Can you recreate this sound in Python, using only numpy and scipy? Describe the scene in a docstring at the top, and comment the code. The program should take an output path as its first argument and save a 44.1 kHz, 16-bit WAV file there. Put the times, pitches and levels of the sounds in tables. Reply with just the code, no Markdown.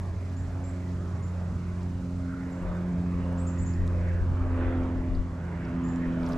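"""A propeller airplane drones far overhead in a wood: pairs of sines at multiples of the blade rate sink in pitch
and beat as two engines slip out of phase. Random spectra make its roar, which swells, blooms and throbs, and a
smooth bright background hiss. Low filtered noise is wind buffeting the microphones. A small bird chips in swept
sines, dry twigs tick in band-passed bursts, and both ring on in a scattered tail. Near the end cloth rustles,
as bright noise roughened by a crackle, with a cluster of the same band-passed bursts."""
import sys
import numpy as np
from scipy import signal
from scipy.fft import rfft, irfft
from scipy.io import wavfile
from scipy.ndimage import uniform_filter1d

SR = 44100
rng = np.random.default_rng(int(sys.argv[2]) if len(sys.argv) > 2 else 0)


def output_pcm(signal):
    """Save a mono or channel-first signal as 16-bit PCM at the path in sys.argv[1].

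    Samples are clipped to [-1, 1] before scaling.
    """
    pcm = np.clip(np.atleast_2d(signal).T, -1, 1) * 32767
    wavfile.write(sys.argv[1], SR, np.round(pcm).astype(np.int16))


def field_ratio(decibels):
    """Amplitude ratio for a level in dB (20 dB per decade); scalars and array-likes work."""
    return 10 ** (np.asarray(decibels, dtype=float) / 20)


N = 280917  # samples

# blade passing rate, sinking as the plane draws by: [t/s, f/Hz]
BLADE_RATE = [(0.0, 89.82), (0.91, 89.5), (1.82, 88.64), (2.73, 88.64), (3.64, 87.36), (4.55, 86.64),
              (5.46, 85.88), (6.37, 84.9)]
# swell of the engine and slipstream roar: [t/s, relative level/dB]
ROAR_SWELL = [(0.0, -47.5), (1.49, -46.5), (2.2, -48.5), (2.4, -46), (2.68, -43.5), (3.05, -46),
              (3.25, -42), (3.73, -45), (4.1, -44), (4.3, -44), (4.52, -40.5), (4.63, -36), (4.85, -40.5),
              (5.3, -46.5), (5.71, -42), (5.96, -42), (6.37, -38.5)]
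# level difference of the microphones: [f/Hz, left minus right level/dB]
MIC_BALANCE = [(60, -1.5), (150, -1), (360, -1), (870, -2.5), (2140, -3.5), (5220, -1.5), (12800, -4.5)]
# phase difference of the microphones: [f/Hz, lead of the left/rad]
MIC_LEAD = [(60, -0.064), (170, 0.033), (860, 0.42), (1640, 0.48), (3000, 0.99), (5000, 0.1)]


def evened(x):
    """Normalization: scales a signal to unit rms."""
    return x / np.sqrt(np.mean(x ** 2) + 1e-20)


def read(points, hz):
    """Spectral interpolation: reads a curve on a logarithmic frequency axis."""
    f, value = np.transpose(points)
    return np.interp(np.log(hz + 1), np.log(f + 1), value)


def follow(rows, t):
    """Linear interpolation in time: reads every column of a curve table at the times t."""
    s, *columns = np.transpose(rows)
    return [np.interp(t, s, column) for column in columns]


def add(mix, s, sound):
    """Superposition: adds a sound to the mix from the time s on, cut at the end of the mix."""
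    part = mix[:, round(s * SR):][:, :sound.shape[1]]
    part += sound[:, :part.shape[1]]


def sides(db):
    """Interaural level difference: splits it evenly into a left and a right gain."""
    return field_ratio(np.array([db / 2, -db / 2]))


def slow_noise(shape, width):
    """Low-pass random modulation: white noise averaged twice over width samples, at unit rms."""
    once = uniform_filter1d(rng.standard_normal(shape), width)
    return evened(uniform_filter1d(once, width))


def noise(field_db, size, patchy_db, patch_hz, patch_s):
    """Short-time synthesis of partly coherent noise: random spectra under a dB field of (Hz, s), in patches."""
    # likeness of the microphones: [f/Hz, coherence 0-1]
    likeness = [(60, 0.97), (150, 1), (360, 0.97), (870, 0.89), (2140, 0.67), (5220, 0.55), (12800, 0.6)]
    hop = size // 4
    frames = N // hop + 5
    hz = np.fft.rfftfreq(size, 1 / SR)[:, None]
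    t = (np.arange(frames) * hop / SR)[None]
    a, b, c, d, patches = rng.standard_normal((frames, len(hz), 5)).T
    for _ in range(2):
        patches = uniform_filter1d(patches, max(int(patch_hz * size / SR), 1), 0)
        patches = uniform_filter1d(patches, max(int(patch_s * SR / hop), 1), 1)
    same = read(likeness, hz)
    left, unrelated = a + 1j * b, c + 1j * d
    right = same * left + np.sqrt(1 - same ** 2) * unrelated
    spectra = np.array([left, right * np.exp(-1j * read(MIC_LEAD, hz))])
    spectra *= sides(read(MIC_BALANCE, hz))
    spectra *= field_ratio(field_db(hz, t) + patchy_db * evened(patches))
    return signal.istft(spectra, nperseg=size, noverlap=size - hop)[1][:, :N] / size


def hiss():
    """Background noise floor: smooth bright hiss with a light flicker, sinking a few dB as the plane grows louder."""
    # [t/s, relative level/dB]
    hiss_curve = [(0.0, -75.5), (4.1, -77.5), (4.6, -79.5), (6.37, -78)]
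    # [f/Hz, relative spectral level/dB]
    hiss_colour = [(800, -23.5), (2500, -6.5), (4000, -2), (6000, -3), (7800, -5), (8300, -10.5),
                   (10000, -13), (12000, -17.5), (12600, -19), (13300, -38.5), (14500, -58.5)]

    def field_db(hz, t):
        return read(hiss_colour, hz) + follow(hiss_curve, t)[0]
    return field_ratio(50) * noise(field_db, size=256, patchy_db=1.0, patch_hz=3000, patch_s=.015)


def wind():
    """Wind pressure at the microphones: lumpy low noise, stronger at the left and partly unrelated at the right."""
    # strength of the wind: [t/s, level/dB before lumps and balance]
    wind_curve = [(0.0, -48), (.9, -57), (1.3, -56), (2.55, -53), (2.67, -35), (2.9, -55), (3.23, -41.5),
                  (3.53, -46), (3.8, -33), (4.3, -35.5), (4.85, -34.5), (4.95, -41), (5.2, -28.5),
                  (5.42, -62), (5.9, -40.5), (6.37, -41.5)]
    # [f/Hz, relative spectral level/dB]
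    wind_colour = [(2, -23.5), (8, -19), (18, 0.5), (35, 6.5), (60, 0.5), (85, -14), (200, -45),
                   (600, -120)]
    lumps_db = 3  # rms
    padded = N + 83  # a quick transform length
    gain = field_ratio(read(wind_colour, np.fft.rfftfreq(padded, 1 / SR)))
    white = rng.standard_normal((2, padded))
    main, other = evened(irfft(rfft(white) * gain)[:, :N])
    level = field_ratio(follow(wind_curve, np.arange(N) / SR)[0] + lumps_db * slow_noise(N, 1400))
    return level * sides(5.5)[:, None] * np.array([main, .97 * main + .25 * other])


def rustle():
    """Frictional noise: rubbing cloth is bright clumpy noise, roughened by random impulses of its fibres."""
    # [f/Hz, relative spectral level/dB]
    rustle_colour = [(1500, -15), (3500, -8.5), (5500, -10.5), (9000, -23), (12500, -25), (14000, -50)]
    peak_s, peak_db = 6.285, -62  # moment and relative level of the height
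    rise_s, fall_s = .022, .035  # distance from the height at which 1 dB is lost

    def field_db(hz, t):
        span = np.where(t < peak_s, rise_s, fall_s)
        return read(rustle_colour, hz) + np.maximum(peak_db - ((t - peak_s) / span) ** 2, -200)
    fibres = field_ratio(2.5 * rng.exponential(1, N)) * (rng.random(N) < 200 / SR)  # about 200 a second
    crackle = .8 + signal.lfilter([.2], [1, -.985], fibres)  # each impulse dies away
    return field_ratio(46) * crackle * noise(field_db, size=128, patchy_db=5.0, patch_hz=1800, patch_s=.006)


def wood(x):
    """Multiple scattering: trunks and leaves return a sound as a sparse, exponentially decaying tail."""
    length, t60 = SR // 2, 0.37  # samples, s
    at = np.arange(150, length - 20, 20)
    at = at + rng.integers(0, 20, (2, len(at)))
    taps = np.zeros((2, length))
    np.put_along_axis(taps, at, rng.choice([-1., 1.], at.shape), 1)
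    taps *= field_ratio(-60 * np.arange(length) / SR / t60)
    return signal.fftconvolve(x, taps / np.linalg.norm(taps[0]), axes=1)[:, :N]


def ticks():
    """Transient excitation: short events are decaying noise bursts in bands of their own, slightly to the right."""
    # dry twigs tick; the burst at 5.887 s is the sharp falling end of a bird chip,
    # and the cluster from 6.2 s on is the crackle of the rustle:
    # [t/s, peak level/dB before balance, low edge f/Hz, high edge f/Hz, burst decay t60/s]
    tick_list = [(1.831, -50, 4500, 7500, 0.011), (3.326, -51, 6000, 10100, 0.011),
                 (3.736, -51, 4400, 5600, .03), (3.87, -50, 5800, 11850, 0.014),
                 (3.877, -43, 3300, 7900, 0.008), (5.148, -51, 3700, 4960, 0.043),
                 (5.649, -49.5, 4400, 5730, 0.03), (5.887, -49, 4500, 6800, 0.009),
                 (5.96, -43.5, 3300, 7900, .006), (6.218, -56, 3500, 8540, 0.0057),
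                 (6.263, -45, 4300, 5960, .03), (6.289, -46, 3500, 10600, .008),
                 (6.211, -60, 4970, 10500, .005), (6.301, -52, 4500, 6982, .025),
                 (6.331, -42, 3200, 5370, .02)]
    out = np.zeros((2, N))
    t = np.arange(1500) / SR
    for s, db, low_hz, high_hz, t60 in tick_list:
        band = signal.butter(4, [low_hz, high_hz], "band", fs=SR, output="sos")
        burst = rng.standard_normal(len(t)) * field_ratio(-60 * t / t60)
        tick = signal.sosfilt(band, burst)
        add(out, s, field_ratio(db) * sides(-2.5)[:, None] * tick / abs(tick).max())
    return out + field_ratio(-13.5) * wood(out)


def bird():
    """Frequency modulation: each chip sweeps up towards a plateau, flutters in level and drops steeply at its end."""
    # [t/s, start f/Hz, plateau f/Hz, length/s, level/dB before envelope and balance]
    chip_list = [(0.363, 6540, 7650, .05, -59.5), (0.636, 7080, 7740, 0.082, -56),
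                 (1.222, 6640, 7360, 0.049, -59.5), (2.52, 6900, 7800, 0.017, -60.5),
                 (3.377, 6800, 8220, 0.081, -55.5), (3.465, 6200, 7650, 0.03, -49),
                 (3.583, 6500, 7790, 0.055, -52), (3.658, 6100, 7480, 0.041, -50.5),
                 (5.833, 6580, 7460, 0.053, -58), (5.88, 6720, 7400, 0.05, -59)]
    rise_share = .27  # time constant of the sweep as a share of the chip's length
    out = np.zeros((2, N))
    for s, start_hz, top_hz, length, db in chip_list:
        t = np.arange(0, length, 1 / SR)
        drop_hz = 3000 * np.exp((t - length) / .003)
        hz = top_hz - (top_hz - start_hz) * np.exp(-t / (rise_share * length)) - drop_hz
        attack = np.minimum(t / 0.0063, 1)
        release = np.minimum((length - t) / 0.0027, 1)
        shape = attack * release * field_ratio(-200 * t)
        flutter = 1 + 0.16 * np.sin(2 * np.pi * (45 * t + rng.random()))
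        tone = np.sin(2 * np.pi * np.cumsum(hz) / SR) * np.sqrt(2)
        add(out, s, field_ratio(db) * sides(-1)[:, None] * shape * flutter * tone)
    return out + field_ratio(2.0) * wood(out)


def roar():
    """Amplitude-modulated turbulence noise: it swells, blooms in patches, and is chopped once a blade pass."""
    # [f/Hz, relative spectral level/dB]
    roar_colour = [(20, -24), (60, 29), (110, 26.5), (200, 20.5), (400, 11), (520, 9.5), (610, 13),
                   (750, 5.5), (1100, 7), (2000, -1), (3000, -11.5), (5000, -30), (9000, -75),
                   (14000, -120)]
    # brief rises of parts of the spectrum: [centre t/s, centre f/Hz, length/s, width/octave, gain/dB]
    bloom_list = [(2.374, 1450, 0.15, 0.18, 12), (2.685, 1110, 0.074, 0.72, 3.5),
                  (3.284, 924, 0.13, 0.11, 6.5), (4.084, 1940, 0.091, 0.43, 8), (4.72, 2000, 0.12, 0.62, 1),
                  (5.734, 980, 0.24, 0.11, 5.5), (5.648, 2000, 0.13, 0.47, 4),
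                  (6.044, 1940, 0.018, 0.21, 13.5)]
    # throb at the blade rate: [t/s, depth 0-1]
    chop_depth = [(0, 0), (3, 0), (4.5, 0.14), (6.37, 0.11)]

    def field_db(hz, t):
        swell_db = follow(ROAR_SWELL, t)[0]
        mean_db = np.mean(swell_db)
        octave = np.log2(hz + 1)
        reach = np.clip((octave - np.log2(90)) / 2.1, .3, 1)  # the bass swells less than the middle
        blooms = sum(gain_db * np.exp(-((t - s) / length) ** 2 - ((octave - np.log2(f)) / width) ** 2)
                     for s, f, length, width, gain_db in bloom_list)
        return read(roar_colour, hz) + mean_db + reach * (swell_db - mean_db) + blooms
    t = np.arange(N) / SR
    blade_phase = 2 * np.pi * np.cumsum(follow(BLADE_RATE, t)[0]) / SR
    chop = 1 + follow(chop_depth, t)[0] * np.cos(blade_phase)
    return field_ratio(39.5) * chop * noise(field_db, size=2048, patchy_db=1.85, patch_hz=250, patch_s=.12)


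def propeller():
    """Beating of blade harmonics: sines of two engines interfere, trembling a little in the moving air."""
    # multiples of the blade rate, the three loudest orders first: [multiple]
    orders = (1, 2, 3, 1.5, 4, 5, 6, 7, 2.5, 3.5, 4.5, 4.25)
    # second engine, a row per order: [amplitude share of the first, t/s of one cancellation]
    second_engine = [(0.63, 2.65), (0.62, 4.496), (0.89, 4.13), (1, 3.09), (0.59, 4.4), (0.23, 4.4),
                     (1, 3.73), (0.72, 3.7), (.8, 4.07), (0.64, 4.34), (0.43, 4.28), (0.26, 2.1)]
    # three loudest orders of the first engine before trembling and balance: [t/s, level/dB, level/dB, level/dB]
    loud_levels = [(0.0, -37, -45, -49), (0.8, -38, -40, -48), (1.4, -35, -44.5, -64),
                   (1.9, -33, -39, -50.5), (2.4, -33.5, -32, -40.5), (2.9, -30.5, -31, -39),
                   (3.5, -30.5, -39.5, -45), (4.2, -30.5, -39, -40.5), (4.8, -35.5, -43, -38),
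                   (5.3, -38.5, -45.5, -40.5), (5.8, -42, -37.5, -35), (6.37, -39.5, -30.5, -37)]
    # the other orders ride on the swells of the roar and carry best at one moment of the pass:
    # [level/dB before swell and carry, reach/dB per dB of roar, best t/s, time to lose 6 dB/s]
    weak_levels = [(-50, -0.3, 2.85, 0.5), (-52, 1, 4.9, 7), (-58, 1.6, 4.9, 4), (-54.5, 0.84, 3.8, 1.44),
                   (-60, 1, 6.1, 6), (-60, .2, 3.5, 4), (-55.5, .5, 5.3, 3), (-56.5, 0.9, 0.48, 3),
                   (-55.5, .4, 4.4, 1.5)]
    beat_hz = .245  # the second blade rate is this much slower, so order k beats k times as fast
    faintest_db = -9.5  # limit of the loss away from the best moment
    t = np.arange(N) / SR
    hz, = follow(BLADE_RATE, t)
    turns = np.cumsum(hz) / SR
    swell_db = follow(ROAR_SWELL, t)[0]
    swell_db = swell_db - np.mean(swell_db)
    levels = follow(loud_levels, t)
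    for db, reach, best_s, span in weak_levels:
        carry_db = np.maximum(-6 * ((t - best_s) / span) ** 2, faintest_db)
        levels.append(db + reach * swell_db + carry_db)
    out = np.zeros((2, N))
    for k, db, (share, null_s) in zip(orders, levels, second_engine):
        order_hz = k * hz.mean()
        phase_tremble, level_tremble = slow_noise((2, N), 2500)
        phase = 2 * np.pi * (k * turns + rng.random()) + .07 * k * phase_tremble
        lag = np.array([[0], [read(MIC_LEAD, order_hz)]])
        tremble_db = (-0.14 + 0.23 * k) * level_tremble  # high orders scintillate more
        level = field_ratio(uniform_filter1d(db, 3000) + tremble_db) * np.sqrt(2)
        slip = 2 * np.pi * k * beat_hz * (t - null_s)
        pair = np.cos(phase - lag) - share * np.cos(phase - lag - slip)
        out += level * sides(read(MIC_BALANCE, order_hz))[:, None] * pair
    return out


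def scene():
    """Linear superposition of all sources at the two microphones."""
    return hiss() + wind() + rustle() + ticks() + bird() + roar() + propeller()


def low_pass(x):
    """Removes everything above the highest recorded frequency."""
    return signal.sosfilt(signal.butter(12, 13360, fs=SR, output="sos"), x)


def record(dry):
    """Signal chain: passes the finished mix of both microphones to its last stage."""
    return low_pass(dry)


dry = scene()
out = record(dry)
output_pcm(out)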